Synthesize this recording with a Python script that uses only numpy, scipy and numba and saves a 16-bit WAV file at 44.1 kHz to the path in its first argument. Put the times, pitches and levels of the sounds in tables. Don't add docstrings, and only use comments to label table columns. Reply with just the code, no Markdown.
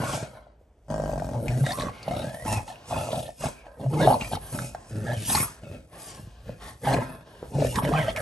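import sys
import numpy as np
from scipy import signal
from scipy.fft import rfft, irfft, next_fast_len
from scipy.io import wavfile
from scipy.ndimage import uniform_filter1d, map_coordinates
from numba import njit

SR = 44100
rng = np.random.default_rng(int(sys.argv[2]) if len(sys.argv) > 2 else 0)


def unload_audio(sound):
    columns = np.transpose(np.atleast_2d(sound))
    steps = np.round(np.clip(columns, -1, 1) * 32767)
    wavfile.write(sys.argv[1], SR, steps.astype(np.int16))


N = 362061
TIME = np.arange(N) / SR

# (start_s, length_s, release_s, fade_db over the length, throat_db, open_mouth_db, chest_db, rasp_db, snarl_db,
#  jaw_hz, tongue_hz, lip_hz)
GROWLS = [(0, 0.14, 0.04, 2, -38.5, 1.5, -2, -1, -6.5, 700, 1720, 2930),
          (0.13, 0.12, 0.09, 6.5, -39.5, -8, -5, -7, -9, 690, 1840, 2650),
          (0.347, 0.021, 0.16, -0.5, -49, -4.5, -10, -6.5, -12, 690, 1630, 2480),
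          (1.33, 0.13, 0.07, 5, -39, -22, 0.5, -24, -24, 663, 1730, 2560),
          (1.47, 0.14, 0.11, 6.5, -40, -11.5, 2, -10.5, -15.5, 757, 2030, 2620),
          (1.646, 0.082, 0.03, 4.5, -35.5, -11, -6.5, -10, -17, 707, 1460, 3700),
          (1.787, 0.11, 0.033, 3.5, -38.5, -10, -0.5, -6, -16, 670, 1870, 3900),
          (2.081, 0.15, 0.055, -2.5, -35, -11, -4, -12, -10.5, 675, 1630, 2460),
          (2.25, 0.19, 0.094, 8.5, -40, -14, -10.5, -18, -11.5, 726.5, 1819, 2300),
          (2.463, 0.11, 0.071, 1.5, -36, -11, -3, -8, -15, 766, 2080, 2624),
          (2.684, 0.039, 0.038, 0, -39.5, -9.5, -16, -12, -11.5, 746, 1839, 3050),
          (2.911, 0.077, 0.065, -1, -34.5, -1.5, -4.5, -9.5, -7.5, 696, 1657, 2920),
          (3.004, 0.13, 0.024, 0.5, -38, -7, -6.5, -11.5, -10, 686, 1480, 3140),
          (3.135, 0.075, 0.04, 7, -34, -19, -7, -19, -20, 685, 1600, 3080),
          (3.23, 0.068, 0.034, 4.5, -42, -24, -9, -24, -15, 678, 1801, 3100),
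          (3.425, 0.043, 0.042, -4, -35.5, -2, -1, -6.5, -10.5, 740, 1768, 2677),
          (3.659, 0.049, 1, 9, -49, -6.5, -17, -8, -17.5, 660, 1810, 2927),
          (3.804, 0.073, 0.045, 5.5, -40.5, -12, -1, -23, -19.5, 687, 1737, 3128),
          (3.939, 0.062, 0.07, 13.5, -39.5, 2, 6, -14, -15, 585, 1900, 4050),
          (4.001, 0.044, 0.036, -4.5, -24.5, -7.5, -4, -18, -14.5, 543, 1620, 3800),
          (4.065, 0.074, 0.044, 1.5, -21.5, -17.5, -8.5, -28, -18.5, 786, 1730, 3500),
          (4.211, 0.069, 0.037, 8, -42, -4, -2.5, -3, -5, 767, 2200, 2530),
          (4.326, 0.031, 0.025, -4, -32.5, -12, -3.5, -14, -6, 728.6, 1440, 3047),
          (4.539, 0.1, 0.098, 0.5, -42.5, -5.5, 3, -8, -9, 672.6, 1490, 2770),
          (4.914, 0.14, 0.077, -5, -48, -9, 7.5, -3.5, -10.5, 643, 1867, 2940),
          (5.073, 0.049, 0.061, -4, -33, -11, -8, -12.5, -17.5, 682, 1630, 3350),
          (5.169, 0.084, 0.061, -5.5, -54, -7, 8, 2, 9, 716, 1880, 2995),
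          (5.292, 0.12, 0.096, -5, -44, 7, 4.5, 5.5, -9, 833, 1671, 3214),
          (5.633, 0.12, 0.13, -2, -48.5, -23, 0, -9.5, -11, 628, 1560, 2780),
          (6.46, 0.051, 0.086, -4.5, -50.5, -36, 1.5, -7, -10, 560, 1978, 2880),
          (6.858, 0.087, 0.024, 0, -28, -10, -3.5, -7.5, -13.5, 728, 1682, 3437),
          (6.966, 0.054, 0.046, 4, -36, -0.5, 2, -3, -12.5, 691, 1970, 2950),
          (7.04, 0.1, 0.16, 2, -48, -1, 0.5, -2.5, -7, 746, 1800, 2970),
          (7.538, 0.052, 0.059, 2, -39, 2, 3.5, -16.5, -15.5, 570.3, 1850, 3230),
          (7.607, 0.062, 0.07, 4.5, -31.5, -26, 0.5, -13, -15, 587.4, 1670, 3000),
          (7.756, 0.028, 0.039, -1, -40.5, 9, 7, 0, -5, 827.5, 1514, 3080),
          (7.835, 0.049, 0.21, 3.5, -30.5, -8.5, -1.5, -9, -14, 639.8, 1838, 3378),
          (7.932, 0.098, 0.067, 7, -29.5, -7, -9, -11, -17.5, 729, 1730, 2600),
          (8.036, 0.066, 0.028, -7, -36.5, -14, -6.5, -1.5, -8.5, 683.6, 1764, 3050),
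          (8.165, 0.07, 0.06, 3, -33.5, -20, -14, -5, -21, 682, 1822, 2647)]
GROWL_ATTACK_S = 0.029
NOSE_SHARE_DB = -23.5
# (time_s, closures_per_s, unevenness as log spread, relative leak of air)
RATTLE = [(0, 110, .12, 1.6), (.25, 100, .12, 1.4), (.85, 104, .07, .15), (1.3, 108, .05, .1),
          (1.7, 94, .22, .55), (2.1, 77, .1, .3), (2.45, 77, .1, .3), (2.9, 95, .1, .7), (3.2, 77, .1, .35),
          (4.3, 80, .22, .55), (6.9, 100, .13, .35), (8.21, 103, .2, .55)]
# (start_s, length_s, level_db, fade_db, start_hz, middle_hz, end_hz)
LOW_TONES = [(1.345, 0.074, -26, 6, 124, 121.6, 110.1), (1.49, 0.078, -22.5, -2, 119.2, 121, 126.4),
             (1.61, 0.033, -21, 2, 136.3, 138.8, 138.2), (2.48, 0.097, -27, -8, 109.3, 107.1, 107.6),
             (3.82, 0.068, -28.5, -17, 137.4, 134.8, 132.3), (3.93, 0.12, -22.5, -10, 154.3, 154, 147.6),
             (4.07, 0.073, -21.5, 6, 137.7, 133.4, 122.3), (4.925, .11, -29, -4, 108.6, 104.3, 107.5),
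             (5.06, 0.072, -26, -8, 123, 120.3, 123.2), (5.17, 0.067, -32, 10, 109, 105.5, 105.6),
             (6.864, .08, -23.5, 0, 123.8, 132.8, 136.1), (6.975, 0.059, -26, 9, 118.4, 120.9, 128.9),
             (7.05, .08, -40.5, 8, 129, 129.9, 130), (7.552, 0.12, -21, 5.5, 138.6, 145.5, 125.2),
             (7.836, 0.031, -21, 4, 131.4, 135.9, 146.5), (7.926, 0.083, -23.5, 3.5, 153, 153.7, 155.1)]
TONE_ATTACK_S, TONE_RELEASE_S, LOCK_MARGIN_S = 0.0055, 0.036, .018
# (start_s, length_s, level_db, fade_db, start_hz, end_hz, width_hz)
SQUEEZES = [(.01, .13, -42, 4, 1080, 1150, 200), (1.342, 0.034, -41, -2, 855, 890, 120),
            (1.658, 0.016, -40, 5, 1930, 1950, 110), (1.693, 0.031, -31, 4, 700, 730, 50),
            (1.705, 0.022, -38, 7, 1730, 1950, 130.3), (1.648, 0.073, -43.5, -9, 3720, 3620, 220),
            (1.719, 0.053, -40.5, 8, 970, 1199, 90), (1.78, 0.096, -37.5, 8, 1070, 1140, 80.4),
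            (1.783, 0.047, -43, -4, 3650, 3950, 700), (2.112, 0.081, -34.5, 13, 663, 737, 50),
            (2.157, 0.062, -51, -4, 3700, 3700, 240), (2.254, 0.18, -49.5, -1, 1600, 1960, 90),
            (2.487, .1, -40, 1, 2693, 2563, 110.3), (2.472, 0.14, -37, 7.5, 869.3, 881, 125.8),
            (3.16, 0.058, -35, 7, 720, 684.3, 40), (3.259, .05, -57.5, 6, 1775, 1800, 80.22),
            (3.982, 0.034, -43.5, -5, 2160, 2137, 108), (3.983, 0.031, -40.5, -4, 1228, 1560, 80.07),
            (4.02, 0.023, -33, -5, 1629, 1679, 49.85), (4.022, 0.023, -38.5, 0, 1810, 1940, 60),
            (4.022, 0.031, -41.5, -5, 3700, 3550, 350), (4.094, 0.038, -20.5, 7, 740, 850, 119),
            (4.213, 0.037, -45, 1, 2800, 2630, 120), (4.23, 0.04, -43.5, -1, 2219, 2483, 89.9),
            (5.073, 0.056, -38.5, 1, 1670, 1731, 110), (5.145, 0.036, -51, 5, 3200, 2880, 200.3),
            (5.351, 0.056, -37, -7, 2020, 2373, 450), (5.366, 0.12, -44, 4, 1137, 1200, 110),
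            (5.642, 0.135, -59.5, -3, 2620, 2550, 90), (6.865, 0.06, -28, 1, 850, 792.3, 110),
            (6.928, 0.016, -26, -6, 699.5, 678.5, 60.1), (6.93, 0.075, -36.5, 6, 930, 981, 129.9),
            (6.863, 0.14, -56, -3, 2810, 2964, 180), (7.674, .055, -46.5, -5, 2760, 2834, 170),
            (7.767, 0.042, -31.5, 2, 1067, 916.4, 109.8), (7.92, 0.04, -25.5, -1, 700.4, 795, 70.02),
            (7.938, 0.054, -34, 6, 1148, 1660, 130.6), (7.964, 0.063, -36, 0, 2530, 1877, 220),
            (7.957, 0.087, -42.5, 3, 3020, 3120, 300.5), (8.078, 0.032, -41, 0, 2998, 3353, 200.6),
            (8.083, 0.019, -29, 10, 643, 681.5, 50.1)]
SQUEEZE_ATTACK_S, SQUEEZE_RELEASE_S = 0.015, 0.018
# (start_s, length_s, level_db, attack_s, release_s)
SNORTS = [(0.087, 0.087, -41.5, 0.19, 0.11), (1.237, 0.21, -67.5, 0.51, 0.083),
          (1.49, 0.1, -54.5, 0.092, 0.082), (1.663, 0.15, -46, 0.2, 0.12), (2.116, 0.37, -54.5, 0.055, 0.1),
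          (2.483, 0.059, -38.5, 0.045, 0.098), (2.676, 0.029, -52.5, 0.048, 0.056),
          (2.889, 0.32, -48, 0.045, 0.16), (3.431, 0.03, -40.5, 0.06, 0.097),
          (3.995, 0.041, -48.5, 0.18, 0.15), (4.211, 0.14, -47, 0.14, 0.028),
          (4.558, 0.11, -45, 0.19, 0.094), (4.914, 0.61, -55, 0.2, 0.12), (5.315, 0.11, -31.5, 0.14, 0.073),
          (5.69, 0.043, -64, 0.23, 0.27), (6.031, 0.07, -47.5, 0.099, 0.17),
          (6.643, 0.068, -56, 0.1, 0.081), (6.885, 0.02, -44, 0.087, 0.22),
          (7.657, 0.14, -44.5, 0.19, 0.019), (7.838, 0.29, -52, 0.054, 0.047),
          (8.189, 0.04, -46.5, 0.034, 0.077)]
# (time_s, strong_closures_per_s)
FLUTTER = [(.882, 51.4), (1.125, 51.6), (1.145, 45.5), (1.33, 45.5)]
# (start_s, length_s, level_db, fade_db, attack_s, release_s)
FLUTTER_LEVEL = (.91, .4, -33, 5, .03, .16)
# (resonance_hz, width_hz, level_db, fade_db_per_s as the mouth closes)
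FLUTTER_RINGS = [(51.6, 15, -15, 0), (143, 58, -3, -3), (220, 27, -7, -4), (616, 82, -1.5, 7),
                 (740, 47, -14, -1), (970, 20, -15.5, 10), (1570, 84, -18.5, 5), (1850, 61, -22, 4)]
FLUTTER_WEAK_DB = -11
# (start_s, length_s, throat_db, mouth_db, teeth_db, jaw_hz, tongue_hz, lip_hz)
PANTS = [(1.935, 0.13, -54, -1.5, -2.5, 726, 2150, 3003), (2.744, 0.38, -56, -10.5, -4, 696, 1440, 2800),
         (3.522, 0.092, -60.5, 1, -3, 674, 2350, 2615), (4.422, 0.073, -52, -7.5, -4, 716, 1609, 2959),
         (4.752, 0.12, -57, -9, -14, 715, 1610, 3220), (5.465, 0.12, -60, -3, -4, 710, 1638, 2592),
         (5.932, 0.25, -52.5, -8.5, -6, 690, 1738, 2713), (6.252, 0.27, -65, -6, -0.5, 686, 1570, 2950),
         (6.62, 0.071, -48.5, -4, -4.5, 830, 1857, 3600), (7.27, 0.19, -56.5, -8, -5.5, 620, 1570, 3093)]
PANT_ATTACK_S, PANT_RELEASE_S = 0.037, 0.092
# (first_s, flaps_per_s, level_db, loss_db per flap, resonance_hz)
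LIP_FLAPS = (3.122, 27.5, -41, 1.8, 3300)
# (time_s, peak_db, resonance_hz)
FLAPS = [(.035, -21.5, 726), (.176, -24, 636), (.468, -42, 675), (.612, -48, 517), (.9975, -19, 617),
         (1.037, -19, 623), (1.093, -21, 610), (1.132, -19, 630), (1.177, -21, 680), (1.2205, -19.5, 680),
         (1.785, -23.5, 570), (1.834, -26, 500), (1.859, -34, 1100), (1.884, -26, 1090),
         (2.079, -16.5, 630), (2.217, -27, 680), (2.264, -34, 704.8), (2.909, -22.5, 704),
         (2.927, -18, 710.3), (2.96, -25, 1020), (3.088, -21, 658.2), (3.131, -17, 646.4),
         (3.202, -26, 650), (3.29, -28, 676), (3.439, -19, 647), (3.467, -24, 720), (3.862, -24, 648.4),
         (4.002, -23, 673.8), (4.074, -2, 694), (4.082, -9.5, 710), (4.112, -14.5, 856), (4.125, -9, 770),
         (4.316, -25, 726), (4.333, -18, 718.7), (4.371, -25.5, 800), (4.748, -22.5, 726),
         (5.301, -22, 758.6), (5.349, -14.5, 850), (5.374, -19, 1160), (6.493, -26, 564),
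         (6.872, -13, 800.4), (6.915, -15, 794), (6.985, -18.5, 521.5), (7.018, -23.5, 899.5),
         (7.585, -18, 519.7), (7.622, -14.5, 621), (7.648, -13.5, 543.5), (7.786, -13, 1060),
         (7.849, -20, 597)]
# (time_s, peak_db, pitch_hz)
CLICKS = [(1.198, -30, 1610), (1.482, -20.5, 2360), (1.664, -21.5, 1700), (1.721, -21, 4460),
          (1.809, -23, 1830), (1.885, -36, 2530), (2.029, -34.5, 4500), (2.757, -39, 2660),
          (4.2108, -22, 2610), (4.5892, -19.5, 1440), (4.748, -31, 1493), (5.3, -17.5, 3600),
          (5.351, -14, 4280), (7.7576, -17, 1820), (7.757, -31, 3563), (7.787, -32, 3285),
          (7.844, -30.5, 3550), (7.85, -23, 1850), (8.162, -18.5, 2210), (8.173, -22, 1890)]
# (time_s, level_db, slap_db relative to the thump)
PAWS = [(0.002, -19, -10.5), (0.227, -24.5, -3), (2.271, -24.5, -21), (5.402, -18.5, -10), (5.67, -36, 1),
        (5.715, -28.5, 11), (6.195, -32.5, -33), (6.272, -35, -27), (6.495, -28, -24), (7.428, -22, 34)]
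# (time_s, level_db)
RUMBLES = [(.4, -63), (.62, -59), (0.982, -41), (1.1, -33), (1.25, -34.5), (1.38, -54), (1.48, -33.5),
           (1.68, -44), (1.83, -45), (2.09, -45), (2.49, -35.5), (2.96, -42), (3.15, -48), (3.46, -47),
           (4.03, -45), (4.23, -39), (4.36, -37.5), (4.7, -44), (5.3, -44), (5.43, -45), (5.7, -43),
           (6.22, -41), (6.48, -40.5), (6.66, -45.5), (6.92, -35), (7.47, -42), (7.67, -30.5), (7.78, -44),
           (7.97, -35), (8.1, -39), (8.2, -46)]
RUMBLE_ATTACK_S, RUMBLE_RELEASE_S = 0.14, 0.19
RUMBLE_SHARE_DB = -9.5
# (frequency_hz, gain_db)
CHEST = [(40, -14.5), (75, -4.5), (125, 6), (195, -4), (245, -1.5), (330, -9.5), (480, -11), (700, -42),
         (1200, -74)]
# (frequency_hz, gain_db)
NOSE = [(2500, 33.5), (3900, -5.5), (4800, -4.5), (5900, -2), (6900, -4), (8200, -1), (9200, 0), (10400, 6),
        (11300, 2.5), (12000, -13.5), (12700, -12.5)]
# (frequency_hz, gain_db)
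RUMBLE_SHAPE = [(10, -55.5), (24, -60), (35, -16), (50, 4), (75, -5), (110, -2.5), (200, -17.5),
                (500, -44.5)]
# (frequency_hz, gain_db)
ROOM_TONE = [(10, -40), (28, -40), (45, 10.5), (60, 14.5), (137, -24), (200, -9), (324, -10), (650, -9),
             (1210, -25), (3250, -34.5), (6270, -60), (10500, -58), (12700, -81)]
ROOM_TONE_DB = -56
# (time_s, left_right_db in the middle frequencies)
PAN = [(0, 2), (1.07, 8), (1.9, -0.5), (2.24, 3), (2.49, -1), (3.59, 1), (4.57, -0.5), (5.26, 0.5),
       (5.5, 1), (5.65, 2), (6.4, 4), (6.79, 0.5), (7.02, 3), (7.32, 3), (7.64, 2.5), (7.77, -1),
       (8.21, -1.5)]
# (frequency_hz, left_lead_rad)
PORT_PHASE = [(700, 0), (1300, -.3), (1900, .1), (2200, .7), (2800, 1.1), (4100, .5), (5300, .7),
              (6500, .2), (7500, .85), (8700, 0), (9300, -1.4), (9820, -2.6), (10270, -3.14),
              (10700, -3.75), (11850, -6.28)]
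# (frequency_hz, left_right_db)
PORT_BALANCE = [(300, 0), (700, -.8), (1200, -3.5), (1900, -2), (3300, 3), (6000, 2), (8500, 0)]
ROOM_T60_S = 0.29
CUTOFF_HZ = 12500


def growls(waver_db=1.3, waver_per_s=45):
    regular = locked()
    pulses, cycles = folds(regular)
    spurts = turbulence(pulses, decay_s=0.0085)
    closures = rms_one(pulses)
    leak = (1 - regular) * curve(RATTLE, column=3)
    glottis = closures + (0.98 + 0.28 * leak) * spurts + leak * rng.standard_normal(N)
    jaw_hz, tongue_hz, lip_hz = gape() * np.array(posture(GROWLS))
    opening = open_mouth(glottis + rng.standard_normal(N), jaw_hz)
    voice = from_db(0.5) * effort() * throat(glottis, jaw_hz) + from_db(-1.5) * effort(column=5) * opening
    breath = (0.2 + 0.6 * leak + .4 * regular) * rng.standard_normal(N)
    hoarse = passages(.2 * closures + spurts + breath)
    rasp = from_db(-0.8) * effort(column=7) * mouth(hoarse, tongue_hz)
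    bite = from_db(-1.2) * effort(column=8) * snarl(hoarse, lip_hz)
    waver = from_db(waver_db * drift(waver_per_s))
    body = chest(closures, spurts, regular)
    air = snorts(pulses, leak, regular)
    steady = low_tones(cycles) + squeezes(closures + 0.87 * spurts)
    return waver * (catches() * (voice + rasp + bite) + body + air) + steady


def locked():
    inside = sum((TIME >= s - LOCK_MARGIN_S) & (TIME < s + length + LOCK_MARGIN_S) for s, length, *_ in LOW_TONES)
    return uniform_filter1d(np.minimum(inside, 1.), size=600)


def tone_pitch():
    points = [(s + k * length / 2, hz) for s, length, _, _, *bend in LOW_TONES for k, hz in enumerate(bend)]
    return curve(points, column=1)


def folds(regular, tone_jitter=.03, shimmer_db=2.5, tone_shimmer_db=3.2, doubling_db=2.5):
    pitch = regular * tone_pitch() + (1 - regular) * curve(RATTLE, column=1)
    jitter = regular * tone_jitter + (1 - regular) * curve(RATTLE, column=2)
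    cycles = np.cumsum(pitch * np.exp(drift(110) * jitter)) / SR
    spread_db = regular * tone_shimmer_db + (1 - regular) * shimmer_db
    force_db = np.clip(rng.standard_normal(N), -2, 1.3) * spread_db
    force_db = force_db + (1 - regular) * doubling_db * np.cos(np.pi * cycles)
    return np.diff(np.floor(cycles), prepend=0) * from_db(force_db), cycles


def turbulence(pulses, decay_s):
    flow = signal.lfilter([1], [1, -np.exp(-1 / (decay_s * SR))], pulses)
    return rms_one(flow * rng.standard_normal(N))


def chest(closures, spurts, regular):
    body = coloured(closures + 2.45 * (1 - .68 * regular) * spurts, CHEST)
    overtones = cut(body, 124.0, "high", order=4)
    blend = regular * evened(overtones) + (1 - regular) * evened(body)
    return effort(column=6) * from_db(6.0) * blend


def low_tones(cycles):
    swell = envelope((s, length, db, fade_db, TONE_ATTACK_S, TONE_RELEASE_S)
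                     for s, length, db, fade_db, *_ in LOW_TONES)
    tremor_db = 1.8 * drift(45)
    return swell * from_db(tremor_db - 1.0) * np.sqrt(2) * np.cos(2 * np.pi * cycles)


def throat(source, hz, ring_db=2):
    hump = resonate(source, hz, 440)
    ringing = resonate(hump, hz, 190) + from_db(ring_db) * resonate(hump, hz, 40)
    return evened(cut(cut(ringing, 390, "high", order=3), 737, "low", order=4), seconds=0.04)


def open_mouth(source, jaw_hz):
    hz = (630 + 0.55 * jaw_hz) * np.exp(0.09 * drift(12))
    ringing = resonate(resonate(source, hz, 88), hz, 320)
    return evened(cut(cut(ringing, 810, "high", order=4), 566, "low", order=4))


def mouth(source, hz):
    muzzle = resonate(source, 1480 * np.exp(0.12 * drift(5.2)), 320)
    muzzle = muzzle - resonate(source, 2050 * np.exp(0.12 * drift(9)), 260)
    ringing = resonate(source, hz, 227) + from_db(-6.0) * muzzle
    return evened(cut(cut(ringing, 1260, "high", order=4), 2930, "low", order=6), seconds=0.087)


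def snarl(source, hz, rush_db=-12):
    lip_ring = resonate(source, hz, 220)
    teeth = resonate(source, 3600 * np.exp(.07 * drift(9)), 900)
    hiss = lip_ring + from_db(-14.5) * teeth + from_db(rush_db) * source
    return evened(cut(cut(hiss, 1230, "high", order=4), 5150, "low", order=4), seconds=0.067)


def passages(x, strength=0.55, wander=0.202):
    out = x.copy()
    for lag_s in (.0007, .0013, .0023, .0037):
        echo = delayed(x, lag_s * np.exp(wander * drift(5) / 2))
        out += strength * rng.choice([-1, 1]) * echo
    return rms_one(out)


def snorts(pulses, leak, regular):
    bursts = envelope((s, length, db, 0, attack, release) for s, length, db, attack, release in SNORTS)
    level = from_db(4.0) * np.hypot(bursts, from_db(NOSE_SHARE_DB) * effort())
    breath = (0.15 + 2.65 * leak + 0.42 * regular) * rng.standard_normal(N)
    return nose(turbulence(pulses, decay_s=0.0055) + breath, level)


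def nose(source, level, bright_at_db=-45, brightening=0.041, flicker_db=4.0):
    hiss = evened(cut(coloured(passages(source), NOSE), 4124, "high", order=8))
    top = spectral(hiss, lambda hz: np.interp(hz, [7500, 10500], [0, 1]))
    top_db = brightening * np.clip(20 * np.log10(level + 1e-9) - bright_at_db, -20, 6)
    tilt_db = flicker_db * drift(16)
    return level * (from_db(-tilt_db / 2) * (hiss - top) + from_db(top_db + tilt_db) * top)


def squeezes(source):
    out = np.zeros(N)
    for s, length, db, fade_db, start_hz, end_hz, width_hz in SQUEEZES:
        near = slice(int((s - .1) * SR), int((s + length + .1) * SR))
        hz = np.interp(TIME[near], [s, s + length], [start_hz, end_hz])
        ring = resonate(resonate(source[near], hz, width_hz), hz, 2 * width_hz)
        swell = envelope([(s, length, db, fade_db, SQUEEZE_ATTACK_S, SQUEEZE_RELEASE_S)])
        out[near] += evened(ring, seconds=0.069) * swell[near]
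    return out


def catches(depth_db=-1.5, before_s=0.013, after_s=0.00083):
    held = np.zeros(N)
    for s, *_ in list(FLAPS) + list(PAWS) + list(CLICKS):
        held[max(int((s - before_s) * SR), 0):int((s + after_s) * SR)] = 1
    return from_db(depth_db * uniform_filter1d(held, size=180))


def effort(column=None):
    return envelope((g[0], g[1], g[4] + (g[column] if column else 0), g[3], GROWL_ATTACK_S, g[2]) for g in GROWLS)


def gape(rise_per_db=0.25, memory_s=0.053):
    db = 20 * np.log10(effort() + 0.012)
    surge_db = db - uniform_filter1d(db, size=int(memory_s * SR))
    return np.exp(rise_per_db * (np.clip(surge_db, -10, 10) - 0.5))


def posture(events):
    poses = [(e[0] + part * e[1], *e[-3:]) for e in events for part in (.25, .75)]
    return curve(poses, column=1), curve(poses, column=2), curve(poses, column=3)


def flutter(shimmer_db=1.8, nose_db=-16.5):
    started = TIME >= FLUTTER[0][0]
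    cycles = np.cumsum(curve(FLUTTER, column=1) * started) / SR + .04 * drift(60) * started
    counted = np.ceil(2 * np.maximum.accumulate(cycles))
    closures = np.diff(counted, prepend=0) * from_db(shimmer_db * rng.standard_normal(N))
    pulses = closures * from_db(FLUTTER_WEAK_DB * np.sin(np.pi * cycles) ** 2)
    source = rms_one(pulses) + .38 * turbulence(pulses, decay_s=0.008)
    age = np.clip(TIME - FLUTTER_LEVEL[0], 0, FLUTTER_LEVEL[1])
    rings = np.zeros(N)
    for hz, width_hz, db, fade_db in FLUTTER_RINGS:
        ring = rms_one(resonate(resonate(source, hz, width_hz), hz, hz / 2))
        rings += from_db(db - fade_db * age) * ring
    level = envelope([FLUTTER_LEVEL])
    spurts = turbulence(closures + pulses, decay_s=0.003)
    hiss = nose(spurts, from_db(nose_db) * level, flicker_db=0.0)
    return level * cut(rings, 1770, "low", order=8) + cut(hiss, 8500, "low", order=3)


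def pant_level(column=None):
    return envelope((p[0], p[1], p[2] + (p[column] if column else 0), 0, PANT_ATTACK_S, PANT_RELEASE_S)
                    for p in PANTS)


def pants(chest_db=-2, nose_db=-3, teeth_hz=2700, teeth_width_hz=2600):
    in_throat, in_mouth, at_teeth = pant_level(), pant_level(column=3), pant_level(column=4)
    jaw_hz, tongue_hz, lip_hz = posture(PANTS)
    air = rng.standard_normal(N)
    low = rms_one(cut(resonate(air, jaw_hz, 330), 960, "low", order=4))
    low = low + from_db(-5.0) * open_mouth(air, jaw_hz) + from_db(chest_db) * coloured(air, CHEST)
    teeth = resonate(air, lip_hz, 500) + resonate(air, teeth_hz, teeth_width_hz)
    high = from_db(-0.5) * at_teeth * rms_one(cut(teeth, 1500, "high"))
    high = high + nose(air, from_db(nose_db) * at_teeth)
    middle = mouth(rng.standard_normal(N), tongue_hz)
    return from_db(1.5) * in_throat * low + from_db(2.0) * in_mouth * middle + high


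def lips(flap_count=5):
    first, per_s, db, loss_db, hz = LIP_FLAPS
    spurts = envelope((first + k / per_s - .003, .006, db - loss_db * k, 0, .01, .02) for k in range(flap_count))
    return spurts * rms_one(resonate(resonate(rng.standard_normal(N), hz, 1300), hz, 1900))


def flaps():
    out = np.zeros(N)
    for s, db, hz in FLAPS:
        push = puff(decay_s=.004, grit=.02)
        add(out, s, db, resonate(resonate(push, hz, 132), hz, 290) + 0.013 * resonate(push, 230, 90))
    return out


def clicks():
    out = np.zeros(N)
    for s, db, hz in CLICKS:
        snap = puff(decay_s=.005, grit=.2)
        add(out, s, db, resonate(resonate(snap, hz, 400), hz, 1550) + 0.2 * resonate(snap, 1900, 5300))
    return out


def paws():
    out = np.zeros(N)
    for s, db, slap_db in PAWS:
        push = puff(decay_s=0.026, grit=0.12)
        thump = rms_one(cut(cut(resonate(push, 125, 42), 650, "low"), 180, "high"))
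        slap = rms_one(cut(resonate(push, 480, 220), 1300, "low"))
        add(out, s, db + 0.5, thump + from_db(slap_db) * slap)
    return out


def rumble():
    swells = envelope((s, 0, db, 0, RUMBLE_ATTACK_S, RUMBLE_RELEASE_S) for s, db in RUMBLES)
    level = np.hypot(swells, from_db(RUMBLE_SHARE_DB) * effort(column=6))
    return level * evened(coloured(rng.standard_normal(N), RUMBLE_SHAPE), seconds=0.21)


def head_turns(x):
    middle = spectral(x, lambda hz: np.interp(hz, [300, 1200, 6000, 9000], [0, 1, 1, 0]))
    lean = np.tanh(curve(PAN, column=1) * np.log(10) / 40) * middle
    quadrature = np.imag(signal.hilbert(middle, next_fast_len(N)))[:N]
    return x + (lean + .25 * drift(7) * quadrature) * np.array([[1], [-1]])


def furniture(x, bounce_db=-12.0, low_hz=700, high_hz=6500, wander=0.126):
    middle = cut(cut(x, low_hz, "high"), high_hz, "low", order=4)
    bounces = sum(delayed(middle, lag_s * np.exp(wander * drift(3))) for lag_s in (.0016, .0034, .0061))
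    return from_db(bounce_db) * bounces / np.sqrt(3) * np.array([[1], [-1]])


def living_room(x, wet_db=-13, treble_db=6, treble_t60_s=0.095):
    age = TIME[:SR // 2]
    noise = rng.standard_normal((2, len(age))) * (age > .002)
    slow = cut(noise, 3450, "low") * from_db(-60 * age / ROOM_T60_S)
    tail = slow + cut(noise, 810, "high") * from_db(treble_db - 60 * age / treble_t60_s)
    mid, side = tail[0], 1.4 * cut(tail[1], 300, "high", order=1)
    tail = (mid + side * np.array([[1], [-1]])) / np.sqrt(np.sum(from_db(-120 * age / ROOM_T60_S)))
    tail = cut(cut(tail, 134, "high"), 9400, "low")
    return from_db(wet_db) * signal.fftconvolve(x[None], tail, axes=1)[:, :N]


def room_tone():
    return from_db(ROOM_TONE_DB) * coloured(rng.standard_normal(N), ROOM_TONE)


def ports(x):
    sides = np.array([[.5], [-.5]])
    return spectral(x, lambda hz: from_db(sides * at_hz(PORT_BALANCE, hz)) * np.exp(1j * sides * at_hz(PORT_PHASE, hz)))


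def from_db(db):
    return 10 ** (np.asarray(db) / 20)


def rms_one(x):
    return x / np.sqrt(np.mean(x ** 2) + 1e-20)


def evened(x, seconds=0.091):
    size = max(int(seconds * SR), 8)
    power = uniform_filter1d(uniform_filter1d(x * x, size), size // 2)
    return x / np.sqrt(np.abs(power) + 1e-12)


def curve(rows, column):
    rows = np.array(sorted(map(tuple, rows)))
    return np.interp(TIME, rows[:, 0], rows[:, column])


def at_hz(points, hz):
    points = np.array(points)
    return np.interp(np.log(hz + 1), np.log(points[:, 0]), points[:, 1])


def spectral(x, response):
    size = next_fast_len(N + SR)
    return irfft(rfft(x, size) * response(np.arange(size // 2 + 1) * SR / size), size)[..., :N]


def coloured(x, spectrum):
    return rms_one(spectral(x, lambda hz: from_db(at_hz(spectrum, hz))))


def cut(x, hz, kind, order=2):
    return signal.sosfilt(signal.butter(order, hz, kind, fs=SR, output="sos"), x + 1e-18)


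def drift(per_s):
    return np.interp(TIME * per_s, np.arange(4000), rng.standard_normal(4000))


def delayed(x, lag_s):
    return map_coordinates(x, [(TIME - lag_s) * SR], order=1)


@njit
def sweep(x, turn, radius):
    y = np.zeros(len(x))
    for i in range(2, len(x)):
        push = (1 - radius ** 2) / 2 * (x[i] - x[i - 2])
        y[i] = push + 2 * radius * np.cos(turn[i]) * y[i - 1] - radius ** 2 * y[i - 2]
    return y


def resonate(x, hz, width_hz):
    return sweep(x, 2 * np.pi * hz / SR * np.ones(len(x)), np.exp(-np.pi * width_hz / SR))


def puff(decay_s, grit):
    age = TIME[:SR // 5]
    return (age == 0) + grit * rng.standard_normal(len(age)) * np.exp(-age / decay_s)


def add(out, s, peak_db, sound):
    start = max(int(s * SR), 0)
    out[start:start + len(sound)] += (from_db(peak_db) * sound / np.abs(sound).max())[:N - start]


def envelope(events):
    t, power = TIME[::32], 1e-14
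    for s, length, db, fade_db, attack, release in events:
        held = np.clip((t - s) / max(length, 1e-3), 0, 1) - .5
        rise = np.maximum(s - t, 0) / max(attack, 1e-3)
        fall = np.maximum(t - s - length, 0) / max(release, 1e-3)
        power = power + from_db(db - fade_db * held - 20 * np.minimum(rise + fall, 10)) ** 2
    return np.interp(TIME, t, np.sqrt(power))


def scene():
    dogs = growls() + flutter() + pants() + lips() + flaps() + clicks() + paws()
    direct = ports(head_turns(dogs) + rumble() + room_tone())
    return direct + furniture(dogs) + living_room(dogs)


def record(dry):
    heard = cut(dry, 31, "high", order=4)
    rounded = heard / (1 + (heard / .95) ** 4) ** .25
    return signal.sosfilt(signal.ellip(10, .2, 80, CUTOFF_HZ, fs=SR, output="sos"), rounded)


dry = scene()
out = record(dry)
unload_audio(out)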